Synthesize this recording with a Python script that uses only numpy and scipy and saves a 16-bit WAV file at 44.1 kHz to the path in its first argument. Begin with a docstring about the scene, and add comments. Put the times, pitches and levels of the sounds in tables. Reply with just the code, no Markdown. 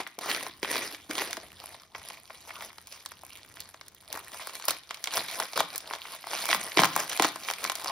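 """A knife slides into a plastic mailer on a stone counter, then hands pull the film and the blade tears it.
The film is shaped noise over thousands of tiny ringing ticks, gated by a grip that sticks and slips.
Creases buckle in sharp noise cracks with falling panel flaps, and low jolts thump the padded bag.
The bag rings faintly, and a close two-port microphone hears it all in a small, quiet kitchen."""
import sys
import numpy as np
from scipy import signal
from scipy.fft import rfft, irfft, next_fast_len
from scipy.io import wavfile
from scipy.ndimage import map_coordinates

SR = 44100
rng = np.random.default_rng(int(sys.argv[2]) if len(sys.argv) > 2 else 0)


def master_out(mix):
    """Clip the mix to full scale and print it as 16-bit PCM to the path in sys.argv[1]."""
    frames = np.transpose(np.atleast_2d(mix))
    ceiling = np.clip(frames, -1, 1)
    pcm = np.round(ceiling * 32767).astype(np.int16)
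    wavfile.write(sys.argv[1], SR, pcm)


N = 348816

# blade strokes into the mailer: start_s, length_s, level_db, slowing_db_per_s, body_db (against the level)
BLADE_STROKES = [(0.212, 0.27, -31.5, 93.5, -1.5), (0.631, 0.32, -30.5, 74, -3.5),
                 (1.097, 0.283, -34.5, 92, -1.5)]
# each stroke catches on the opening, speeds up, slows and stops; CATCH_DB is against the stroke
CATCH_DB, CATCH_S = -9, 0.0087
PUSH_S, PUSH_DB_PER_S, STOP_DB_PER_S = 0.095, 187, 330
# film tearing along the blade: start_s, length_s, level_db, body_db (against the level)
FILM_TEARS = [(4.683, 0.02, -32.5, -6.5), (5.562, 0.04, -35, 0), (6.769, 0.065, -32.5, -1),
              (6.964, 0.055, -35.5, -1), (7.191, 0.086, -37.5, -3)]
# film that catches or tears starts at once and then settles
ONSET_DB_PER_S, SETTLE_DB_PER_S = 2600, 278
# swells of the handling: squeezes and pulls of the fingers, plus the fading end of a blade stroke at 0 s and
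# the bag set down at 1.97 s: peak_s, length_s, level_db, body_db (against the level)
FINGER_SQUEEZES = [(0.0, 0.061, -37.5, 1), (1.428, 0.065, -53.5, 3), (1.684, 0.3, -50.5, -4.5),
                   (1.973, 0.069, -50.5, 1.5), (2.09, 0.22, -46.5, -7), (2.35, 0.16, -51, -10),
                   (2.49, 0.19, -48, -5), (2.624, 0.14, -43.5, -5), (2.944, 0.15, -46, -14.5),
                   (3.356, 0.42, -54.5, -12), (3.607, 0.17, -52, -5.5), (4.165, 0.15, -45.5, -1.5),
                   (4.341, 0.049, -42, -4.5), (4.428, 0.1, -41.5, -9), (4.547, 0.12, -42.5, -7),
                   (4.646, 0.093, -41.5, -9.5), (4.956, 0.17, -50.5, -4), (5.08, 0.035, -42, -1),
                   (5.168, 0.12, -33, -3), (5.332, 0.068, -38, -6.5), (5.408, 0.092, -41.5, 2.5),
                   (5.743, 0.1, -44, -2), (5.921, 0.15, -46.5, 2.5), (6.112, 0.21, -43, -8.5),
                   (6.342, 0.14, -36.5, -5.5), (6.417, 0.13, -34.5, -9), (6.527, 0.14, -31, -6.5),
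                   (6.642, 0.18, -43.5, -2), (7.131, 0.083, -36, -6), (7.483, 0.15, -38, -9),
                   (7.657, 0.12, -37.5, -6.5), (7.893, 0.29, -41.5, -1.5)]
# a squeeze swells and fades: share of its length spent rising, level at its ends, roundness of the top
SQUEEZE_RISE, SQUEEZE_ENDS_DB, SQUEEZE_ROUND = 0.5, -12, 1.38
# faint rustle of the held bag between squeezes: time_s, level_db
HOLD_RUSTLE = [(0, -62.5), (1.0, -57), (1.501, -56.5), (1.92, -84), (2.4, -58.5), (3.3, -57), (3.98, -59.5),
               (4.3, -52.5), (4.87, -59.5), (5.3, -41), (6.0, -56), (6.95, -39), (7.4, -50.5), (7.9, -46.5)]
HOLD_BODY_DB = -12  # against the rustle
# smooth sliding against crumpling: time_s, hiss_db (relative to the ticks)
SLIDING_HISS = [(0, -4), (1.4, 0), (2.95, 0), (3.2, -7), (4.2, -6), (4.35, 5), (4.6, -2), (6.2, 0),
                (7.9, -2)]
# stick and slip: decay of a slip, share of the power in steady sliding
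SLIP_S, STEADY_SHARE = .0016, .52
# changes of grip a second, their swing, and the swing of each facet
GRIP_PER_S, GRIP_DB, FACET_DB = 70, 1.1, 3
# shifting folds recolour the rustle: swing, width of a patch, its life
FOLD_DB, FOLD_OCTAVES, FOLD_S = 2.6, .25, .02
# loudest buckling creases: time_s, crack_energy_db, flap_energy_db, crack_tilt_db_per_octave
LOUD_CREASES = [(0.0032, -13, -15, -13), (0.0335, -22, -33, -6), (0.0665, -12.5, -19, -18),
                (0.0741, -17.5, -22, -2), (0.1889, -11, -15, 0), (0.2597, -18, -11, 7),
                (0.3036, -7.5, -17, -5), (0.3145, -2.5, -13.5, -6), (0.3479, -4, -18, -11),
                (0.4657, -14, -11, -5), (0.6302, -5, -11.5, -7), (0.6472, -7.5, -8, -18),
                (0.7286, -9, -14.5, -10), (0.7568, -7.5, -7.5, -11), (0.7801, -9, -13.5, -5),
                (0.9474, -14.5, -27, -7), (1.1107, -8, -11.5, -6), (1.154, -9, -16.5, -7),
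                (1.1811, -5, -13.5, -6), (1.1882, -9, -15, -5), (1.2188, -11, -14.5, -13),
                (1.3092, -12.5, -22, -4), (1.3303, -5.5, -15, -4), (1.3697, -12, -14.5, -5.5),
                (1.6401, -24.5, -17.5, 11), (1.7459, -29, -22, -11), (1.9486, -15, -21, -18),
                (1.9516, -17.5, -14, -13), (2.0167, -28, -28, -11), (2.1016, -19, -20, -9),
                (2.1066, -25, -19, -4), (2.3051, -22, -19, -21), (2.4935, -22.5, -24.5, -24),
                (2.5062, -13.5, -16, -28), (2.6079, -16, -19, -9), (2.6225, -24, -21, 0),
                (2.7035, -24.5, -29, -19), (2.7832, -19.5, -23.5, -7), (2.8718, -19.5, -35, 2),
                (3.0606, -10, -18.5, -2), (3.1188, -21, -19, 1), (3.2346, -26.5, -22.5, 12),
                (3.2503, -22, -41, 3), (3.3728, -22.5, -40, -1.5), (3.5702, -24.5, -30.5, -11),
                (3.6039, -12.5, -32, 3.5), (3.7439, -26, -20, -5), (3.812, -18.5, -22.5, -6),
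                (3.883, -20, -36.5, 5), (3.9483, -25, -43, 9), (4.1279, -7, -20.5, 3),
                (4.1595, -19.5, -14.5, 4), (4.1743, -17, -12.5, 4), (4.3968, -22.5, -18.5, -20),
                (4.4722, -12.5, -12.5, 5), (4.4951, -17, -19.5, -6), (4.5537, -12.5, -22, -2),
                (4.5984, -20, -20, 0), (4.6407, -19.5, -19, -8), (4.6543, -7.5, -27, 9),
                (4.6834, 2, -6.5, -1), (4.6873, 0, -8, 17), (4.7077, -0.5, -10, 1),
                (4.9086, -9.5, -10.5, -8), (4.9444, -12.5, -32, -4), (5.0411, -3, -18, -2.5),
                (5.058, -14, -21.5, -2), (5.0732, -4.5, -13, -8), (5.1767, -9, -4, -7.5),
                (5.313, -12, -28, -3), (5.4005, -2.5, -3, -1), (5.4231, -11, -12.5, -17),
                (5.5334, -12, -17, -5.5), (5.5764, -3, -0.5, -1.5), (5.6046, 0.5, 4.5, -4),
                (5.7592, -6.5, -24, 3.5), (5.7798, -5.5, -29, 7), (5.9099, -17.5, -9.5, -12),
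                (5.9358, -10.5, -8, -7.5), (6.0535, -19, -19, -23), (6.241, -20.5, -17.5, -22),
                (6.2699, -19, -12, 1), (6.3333, -13, -6.5, -5), (6.4556, -5, -12, 1.5),
                (6.4894, -5, -5.5, -2), (6.5068, -1, -13.5, -9), (6.5137, -1.5, -5, -3),
                (6.5293, 3.5, 0.5, -11.5), (6.5473, -2.5, -2, -2.5), (6.7194, -12, -26.5, -10),
                (6.7725, 5, 1.5, -9.5), (6.7841, 4, -30, -12), (6.7917, 4.5, 6.5, -10.5),
                (6.7997, 2.5, -1, -7), (6.8061, -2.5, -7.5, -5), (6.819, -4.5, 0.5, 3),
                (6.8352, 4, 7.5, -8), (6.8453, 0.5, 0.5, -1), (6.8532, -0.5, -4, -7),
                (6.8558, -3.5, -4.5, 4), (6.9634, 0, 2.5, 5), (6.9986, -5.5, -12.5, 4),
                (7.0965, -7, -19.5, 2), (7.1237, -12.5, -17.5, -2), (7.1305, -10, -18, -4.5),
                (7.1744, -7.5, -16.5, -2), (7.1976, 1.5, 5.5, -6), (7.2232, 3, -0.5, -3.5),
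                (7.2321, -5, -9, -2), (7.2397, -3, -12, -9), (7.2463, -0.5, 3, -5), (7.2506, -4, -4, -4),
                (7.2531, -6.5, -4.5, -5), (7.3595, -13.5, -12, 2.5), (7.4862, -7.5, -7.5, -10),
                (7.5013, -4.5, -6.5, -5), (7.5115, -7, -8.5, 1), (7.5367, -8.5, -24, -3.5),
                (7.6417, -3, -13, -1), (7.65, -7, -4, -8), (7.675, -10, -20, -9), (7.6983, -2, -3.5, -4),
                (7.719, -9, -11, -3.5), (7.7544, -6.5, -24, 1), (7.7984, -17, -19.5, -1),
                (7.8454, -9.5, -20, -1.5), (7.8595, -15, -8.5, -4)]
# a crease lets go abruptly: build-up, first spike against the crack, crack decay
STRAIN_S, SPIKE, CRACK_S = .0004, 1.15, .0011
LOOSE, LOOSE_S = .45, .005  # loose rattle against the flap, its decay
# chance creases: rate, crack energy over the rustle, flap against crack, scatter of both
CREASES_PER_S, CREASE_OVER_DB, CREASE_FLAP_DB, CREASE_SCATTER_DB = 30, 19.5, -2.5, 2
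# reference handling level, and the share of changes from it that the chance creases follow
CREASE_KNEE_DB, CREASE_FOLLOW = -50, .85
# jolts of the whole bag: start_s, energy_db, pitch_hz
BAG_JOLTS = [(0.184, -16.5, 305), (0.63, -6.5, 258), (1.096, -8.5, 302), (1.374, -14, 313),
             (2.299, -21, 592), (3.235, -25, 480), (3.744, -30.5, 536), (4.682, -15, 420),
             (5.176, -25, 150), (6.773, 3.5, 266), (6.793, 0.5, 182), (6.82, -3.5, 233), (6.836, -7, 273),
             (7.199, 0.5, 267), (7.248, -5.5, 248)]
# notes of rubbed hollows: peak_s, length_s, level_db, pitch_hz, glide_octaves_per_s, width_hz
HOLLOW_NOTES = [(2.57, 0.04, -45.5, 1243, 2, 506), (6.556, 0.1, -47.5, 235, -13, 130),
                (7.9, .07, -39.5, 1090, 2, 260.7)]
# spectra of a crack, the film's fizz, the bodies of blade and film, the background: frequency_hz, relative_db
CRACK_SPECTRUM = [(200, -24), (900, -21.5), (2200, 7.5), (2650, 0.5), (3200, 8.5), (5000, 9.5), (8000, 9.5),
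                  (11000, 7), (14000, 6.5), (15300, 8.5), (16500, -19)]
FIZZ_SPECTRUM = [(300, -24), (900, -1.5), (1600, -3), (2300, 2), (2650, -1), (3200, 1.5), (5000, 1),
                 (7500, -5), (11000, -1), (14000, -10.5), (15300, -3.5), (16500, -43)]
BLADE_SPECTRUM = [(60, -27), (170, -10.5), (260, 1), (420, 4), (650, -0.5), (1100, -1), (2000, -1),
                  (5000, -26)]
FILM_SPECTRUM = [(60, -23), (170, -11), (420, -4), (650, 1), (1030, 0), (1500, -6.5), (2500, -9),
                 (5000, -58)]
BACKGROUND_SPECTRUM = [(20, -56), (50, 3), (85, 2), (170, -5.5), (400, -8), (4000, -33), (16000, -51)]
# ringing of the stuffed mailer: pitch_hz, relative_db, t60_s
BAG_MODES = [(650, -17, 0.036), (1068, -25, 0.12), (1950, -22, 0.016), (2320, -20, 0.1)]
# decay of the kitchen's tail: frequency_hz, t60_s
KITCHEN_DECAY = [(150, 0.79), (530, 0.13), (1400, 0.38), (3700, 0.42), (10000, 0.008), (16000, 0.15)]
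# phase between the microphone ports: frequency_hz, left_lead_radians
PORT_LEAD = [(20, 0), (2300, -.15), (3000, 1.1), (5000, .15), (6000, .8), (6800, 2.6), (8100, 3.6),
             (9400, 5.6), (11400, 6.5), (12200, 7.4), (12900, 9), (14400, 10.1), (16000, 12.2)]
# level between the microphone ports: frequency_hz, left_minus_right_db
PORT_TILT = [(400, 0.6), (800, 4), (1400, 1.4), (2200, 0), (2800, -9), (3400, -0.5), (4100, -2.5),
             (5200, -0.5)]
# low background rumble, louder from 0.8 to 4.3 s: time_s, level_db
BACKGROUND_RUMBLE = [(0, -72), (.8, -63.5), (4.3, -66), (4.45, -72.5), (7.9, -66)]
# how unlike the ports hear treble and body (side against mid), and where the room stops sharing its bass
TREBLE_APART, BODY_APART, SPLIT_HZ = .28, .06, 2000
EDGE_HZ = 16600  # top of the microphone's band


def blade():
    """Each stroke catches on the opening, speeds up, slows and stops."""
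    for start, length, db, slowing, body_db in BLADE_STROKES:
        late = np.arange(N) / SR - start - PUSH_S
        speed_db = -20 * np.log10(np.hypot(amp(-PUSH_DB_PER_S * late), amp(slowing * late)))
        yield db + speed_db + burst_db(start, length, STOP_DB_PER_S), body_db
        yield db + CATCH_DB + burst_db(start, CATCH_S, SETTLE_DB_PER_S), body_db


def tears():
    """The film gives way at once, runs along the blade and settles."""
    for start, length, db, body_db in FILM_TEARS:
        yield db + burst_db(start, length, SETTLE_DB_PER_S), body_db


def fingers():
    """The hand keeps hold of the bag and squeezes it again and again; the same swells carry the end of a blade
    stroke and the bag being set down."""
    yield np.interp(np.arange(N) / SR, *np.transpose(HOLD_RUSTLE)), HOLD_BODY_DB
    for s, length, db, body_db in FINGER_SQUEEZES:
        yield db + swell_db(s, length), body_db


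def crackle(gains, body_spectrum, per_s, slips_per_s, spread_db, pops, count=12, size=400):
    """Tiny slips and creases, each on a facet of its own pitch, over the hiss of sliding film."""
    now, t = np.arange(N) / SR, np.arange(size) / SR
    level = gains[0] * slips(slips_per_s)
    body_level = level * gains[1] / gains[0]
    hiss = amp(np.interp(now, *np.transpose(SLIDING_HISS)))
    rate = per_s * (level / amp(-40.0)) ** .5  # faster handling buckles more creases
    sizes = amp(spread_db * np.minimum(rng.exponential(1, N), 3)) * rng.choice([-1, 1], N)
    clicks = sizes * (rng.random(N) < rate / SR)
    clicks /= np.sqrt(np.mean(sizes ** 2) * np.maximum(rate, 20) / SR)  # keeps the power even as the rate moves
    facet, ticks, flaps = rng.integers(0, count, N), np.zeros((2, N)), np.zeros(N)
    pitches = zip(np.geomspace(1200, 14000, count), np.geomspace(380, 2200, count))
    for k, (hz, low_hz) in enumerate(pitches):
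        strain = evened(amp(FACET_DB * np.tanh(wander(20))))  # moves from facet to facet
        train = clicks * (facet == k) * strain
        ring = unit(np.exp(-t * hz / 1.35) * np.sin(2 * np.pi * hz * t)) * np.sqrt(hz / 6000)
        scatter = unit(noise_pair(2 * TREBLE_APART, size) * np.exp(-t / 0.00019))
        tick = (ring + .5 * scatter) / np.hypot(1, .5)
        ticks += signal.oaconvolve(train[None], tick, axes=1)[:, :N]
        small_flap = flap(t, low_hz, 0.54 / low_hz, glide=0.51, glide_time=0.0021)
        flaps += signal.oaconvolve(train, small_flap)[:N]
    fizz = level * (ticks + hiss * noise_pair(TREBLE_APART, N)) / np.hypot(1, hiss)
    body = colour(body_level * noise_pair(BODY_APART, N), body_spectrum) + pops * body_level * flaps
    return folds(colour(fizz, FIZZ_SPECTRUM) + body / np.hypot(1, pops))


def slips(per_s):
    """The grip sticks and slips: each slip starts at once and dies quickly. 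Gain of rms 1."""
    kicks = (rng.random(N) < per_s / SR) * rng.random(N)
    power = signal.lfilter([1], [1, -np.exp(-2 / (SLIP_S * SR))], kicks)
    sliding = np.sqrt(STEADY_SHARE + (1 - STEADY_SHARE) * power / power.mean())
    return evened(amp(GRIP_DB * wander(GRIP_PER_S)) * sliding)


def folds(x, size=512):
    """As the folds shift, short-lived resonances come and go across the spectrum."""
    hz, when, z = signal.stft(x, SR, nperseg=size)
    place = np.meshgrid(np.log2(1 + hz / 500) / FOLD_OCTAVES, when / FOLD_S, indexing="ij")
    patches = rng.standard_normal([int(axis.max()) + 2 for axis in place])
    swing = evened(map_coordinates(patches, place, order=1))
    gain = evened(amp(FOLD_DB * swing))
    return signal.istft(z * gain, SR, nperseg=size)[1][:, :N]


def snaps(creases, shiver, shiver_time, panel_hz, cycles, size=1600):
    """Each crease strains, lets go with a crack, flaps its panel and leaves the sheet shivering."""
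    t, out = (np.arange(size) - size // 10) / SR, np.zeros((2, N))
    since, strain = np.maximum(t, 0), np.exp(np.minimum(t, 0) / STRAIN_S)
    small = signal.butter(2, 230, "high", fs=SR, output="sos")  # a small panel radiates no bass
    soft = signal.butter(1, 5000, fs=SR, output="sos")  # the shiver loses its treble
    for s, crack_db, panel_db, tilt_db in creases:
        burst = unit(noise_pair(TREBLE_APART, size) * strain * np.exp(-since / CRACK_S))
        after = unit(noise_pair(2 * TREBLE_APART, size) * strain * np.exp(-since / shiver_time))
        raw = SPIKE * (t == 0) + burst + shiver * unit(signal.sosfilt(soft, after))
        crack = unit(colour(raw, CRACK_SPECTRUM, tilt_db))
        # wide panels flap harder and lower
        hz = panel_hz * 2 ** ((crack_db - panel_db) / 52 + 0.12 * rng.standard_normal())
        panel = flap(since, hz, cycles / hz, glide=0.99, glide_time=0.00057, sag_per_s=152)
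        panel *= rng.choice([-1, 1])  # buckles in or out
        rattle = noise_pair(BODY_APART, size) * strain * np.exp(-since / LOOSE_S)
        slack = unit(colour(rattle, FILM_SPECTRUM))
        panel = unit(signal.sosfilt(small, panel + LOOSE * slack))
        add(out, s + t[0], amp(crack_db) * crack + amp(panel_db) * panel)
    return out


def lesser_creases(level, count=320):
    """Small snaps at random moments, stronger when the handling is."""
    rows = []
    chance = rng.standard_normal((count, 3))
    times = np.cumsum(rng.exponential(1, count)) / CREASES_PER_S
    for s, (crack, panel, sharp) in zip(times, chance):
        if s * SR < N:
            effort_db = CREASE_FOLLOW * (20 * np.log10(level[int(s * SR)]) - CREASE_KNEE_DB)
            db = CREASE_KNEE_DB + effort_db + CREASE_OVER_DB + CREASE_SCATTER_DB * crack
            rows.append((s, db, db + CREASE_FLAP_DB + CREASE_SCATTER_DB * panel, 3 * sharp))
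    return rows


def flap(t, hz, rise, glide, glide_time, sag_per_s=0):
    """A bending wave in film: short waves arrive first, so the pitch falls, and sags on as the panel slackens."""
    pitch = hz * (1 + glide * np.exp(-t / glide_time)) / (1 + sag_per_s * t)
    turns = np.cumsum(pitch) / SR
    return unit(t / rise * np.exp(-t / rise) * np.sin(2 * np.pi * turns))


def thumps(rise, rumble, rumble_time, size=4000):
    """The padded bag takes a jolt: a low falling push and a short rumble."""
    t, out = np.arange(size) / SR, np.zeros((2, N))
    for s, db, hz in BAG_JOLTS:
        band = signal.butter(2, [0.73 * hz, 2.47 * hz], "band", fs=SR, output="sos")
        low = signal.sosfilt(band, rng.standard_normal(size) * np.exp(-t / rumble_time))
        push = flap(t, hz, rise, glide=1.29, glide_time=0.0028)
        add(out, s, amp(db) * unit(push + rumble * unit(low)))
    return out


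def hollows():
    """Rubbing excites a hollow of the bag, whose note glides as it bends."""
    out = np.zeros(N)
    for s, length, db, hz, glide, width in HOLLOW_NOTES:
        late = np.clip(np.arange(N) / SR - s, -length, length)
        turns = np.cumsum(hz * 2 ** (glide * late)) / SR
        note = wander(width) * np.cos(2 * np.pi * turns) + wander(width) * np.sin(2 * np.pi * turns)
        out += amp(db + swell_db(s, length)) * evened(note)
    return out


def mailer(x, size=5000):
    """The stuffed bag rings faintly with everything that happens on its skin."""
    t = np.arange(size) / SR
    ring = np.zeros(size)
    for hz, db, t60 in BAG_MODES:
        ring += amp(db) * unit(amp(-60 * t / t60) * np.cos(2 * np.pi * hz * t))
    return x + amp(-12.5) * signal.oaconvolve(x.mean(0), ring)[:N]


def ports(x):
    """The direct sound meets the two microphone ports with a phase and level difference that vary with pitch."""
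    size = next_fast_len(N + 2000)
    hz = np.fft.rfftfreq(size, 1 / SR)
    half = amp(read(PORT_TILT, hz) / 2) * np.exp(1j * read(PORT_LEAD, hz) / 2)
    return irfft(rfft(x, size) * np.array([half, 1 / half]), size)[:, :N]


def kitchen(x, early_db, early_time, tail_db, size=16000):
    """Quick echoes from the counter and hands, then a short tail; both ports share the bass."""
    t = np.arange(size) / SR
    taps = rng.standard_normal((2, size)) * (rng.random((2, size)) < 3000 / SR) * (t > .0012)
    hz, when, z = signal.stft(taps, SR, nperseg=256)
    same = 1 / (1 + (hz[:, None] / SPLIT_HZ) ** 2)
    z[1] = same * z[0] + np.sqrt(1 - same ** 2) * z[1]
    early = signal.istft(z, SR, nperseg=256)[1][:, :size] * np.exp(-t / early_time)
    decay = amp(-60 * when / read(KITCHEN_DECAY, hz)[:, None])
    tail = signal.istft(z * decay, SR, nperseg=256)[1][:, :size] * (t > .005)
    echoes = amp(early_db) * unit(early) + amp(tail_db) * unit(tail)
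    return signal.oaconvolve(x[None], echoes, axes=1)[:, :N]


def background(apart):
    """A faint low rumble: shaped noise of slowly wandering level, much alike at both ports."""
    level_db = np.interp(np.arange(N) / SR, *np.transpose(BACKGROUND_RUMBLE)) + 1.6 * wander(8)
    return amp(level_db) * evened(colour(noise_pair(apart, N), BACKGROUND_SPECTRUM))


def together(gestures):
    """Sums the power of (level curve dB, body dB) pairs into a fizz gain and a body gain."""
    power = np.full((2, N), 1e-14)
    for level_db, body_db in gestures:
        heard = level_db > -110
        power[:, heard] += amp([level_db[heard], level_db[heard] + body_db]) ** 2
    return np.sqrt(power)


def burst_db(start, length, release_db_per_s):
    """Level in dB of a sudden start, a hold and a steady release."""
    since = np.arange(N) / SR - start
    return ONSET_DB_PER_S * np.minimum(since, 0) - release_db_per_s * np.maximum(since - length, 0)


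def swell_db(peak_s, length):
    """Level in dB of a rounded swell and fade."""
    u = (np.arange(N) / SR - peak_s) / length
    return SQUEEZE_ENDS_DB * np.maximum(-u / SQUEEZE_RISE, u / (1 - SQUEEZE_RISE)) ** SQUEEZE_ROUND


def noise_pair(apart, size):
    """Crumpled film radiates unevenly, so each port gets a slightly different noise."""
    mid, side = rng.standard_normal((2, size))
    return np.array([mid + apart * side, mid - apart * side]) / np.hypot(1, apart)


def wander(per_s):
    """A random curve of rms 1 that takes per_s new values a second."""
    now = np.arange(N) / SR * per_s
    points = rng.standard_normal(int(now[-1]) + 2)
    return evened(np.interp(now, np.arange(len(points)), points))


def colour(x, spectrum, tilt_db=0, size=2048):
    """Causal filter with the given spectrum, tilted per octave above 2 kHz: attacks stay sharp."""
    hz = abs(np.fft.fftfreq(size, 1 / SR))
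    log_gain = np.log(amp(read(spectrum, hz) + tilt_db * np.log2(np.maximum(hz / 2000, 1))))
    minimum_phase = np.exp(np.conj(signal.hilbert(log_gain)))
    taps = unit(np.fft.ifft(minimum_phase).real[:size // 2])
    return signal.oaconvolve(x, taps.reshape((1,) * (x.ndim - 1) + (-1,)), axes=-1)[..., :x.shape[-1]]


def read(points, hz):
    """Reads a table along a log-frequency axis."""
    f, value = np.transpose(points)
    return np.interp(np.log(hz + 1), np.log(f + 1), value)


def amp(db):
    """Decibels to gain."""
    return 10 ** (np.asarray(db) / 20)


def evened(x):
    """Scales to rms 1."""
    return x / np.sqrt(np.mean(x ** 2) + 1e-20)


def unit(x):
    """Scales each channel to energy 1."""
    return x / np.sqrt(np.sum(x ** 2, -1, keepdims=True) + 1e-20)


def add(mix, s, sound):
    """Mixes a sound into both channels at time s."""
    part = mix[:, max(round(s * SR), 0):][:, :sound.shape[-1]]
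    part += sound[..., :part.shape[1]]


def scene():
    """Blade, tears, fingers, snaps and thumps sound through the bag into the kitchen."""
    handling = together(fingers())
    pulled = np.hypot(handling, together(tears()))
    film = crackle(together(blade()), BLADE_SPECTRUM, per_s=1200, slips_per_s=290, spread_db=3.5, pops=0.26)
    film += crackle(pulled, FILM_SPECTRUM, per_s=480, slips_per_s=260, spread_db=4.5, pops=0.58)
    creases = [*LOUD_CREASES, *lesser_creases(handling[0])]
    film += snaps(creases, shiver=0.84, shiver_time=0.0042, panel_hz=1103.0, cycles=0.79)
    film += thumps(rise=0.003, rumble=1.0, rumble_time=0.0061) + hollows()
    film = mailer(film)
    echoes = kitchen(film.mean(0), early_db=-24.5, early_time=0.0018, tail_db=-14.0)
    return ports(film) + echoes + background(apart=0.36)


def record(dry):
    """The microphone's band limit: a steep low-pass closes off the top treble."""
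    low_pass = signal.firwin(255, EDGE_HZ, window=("kaiser", 9), fs=SR)
    return signal.oaconvolve(dry, low_pass[None], "same")


dry = scene()
out = record(dry)
master_out(out)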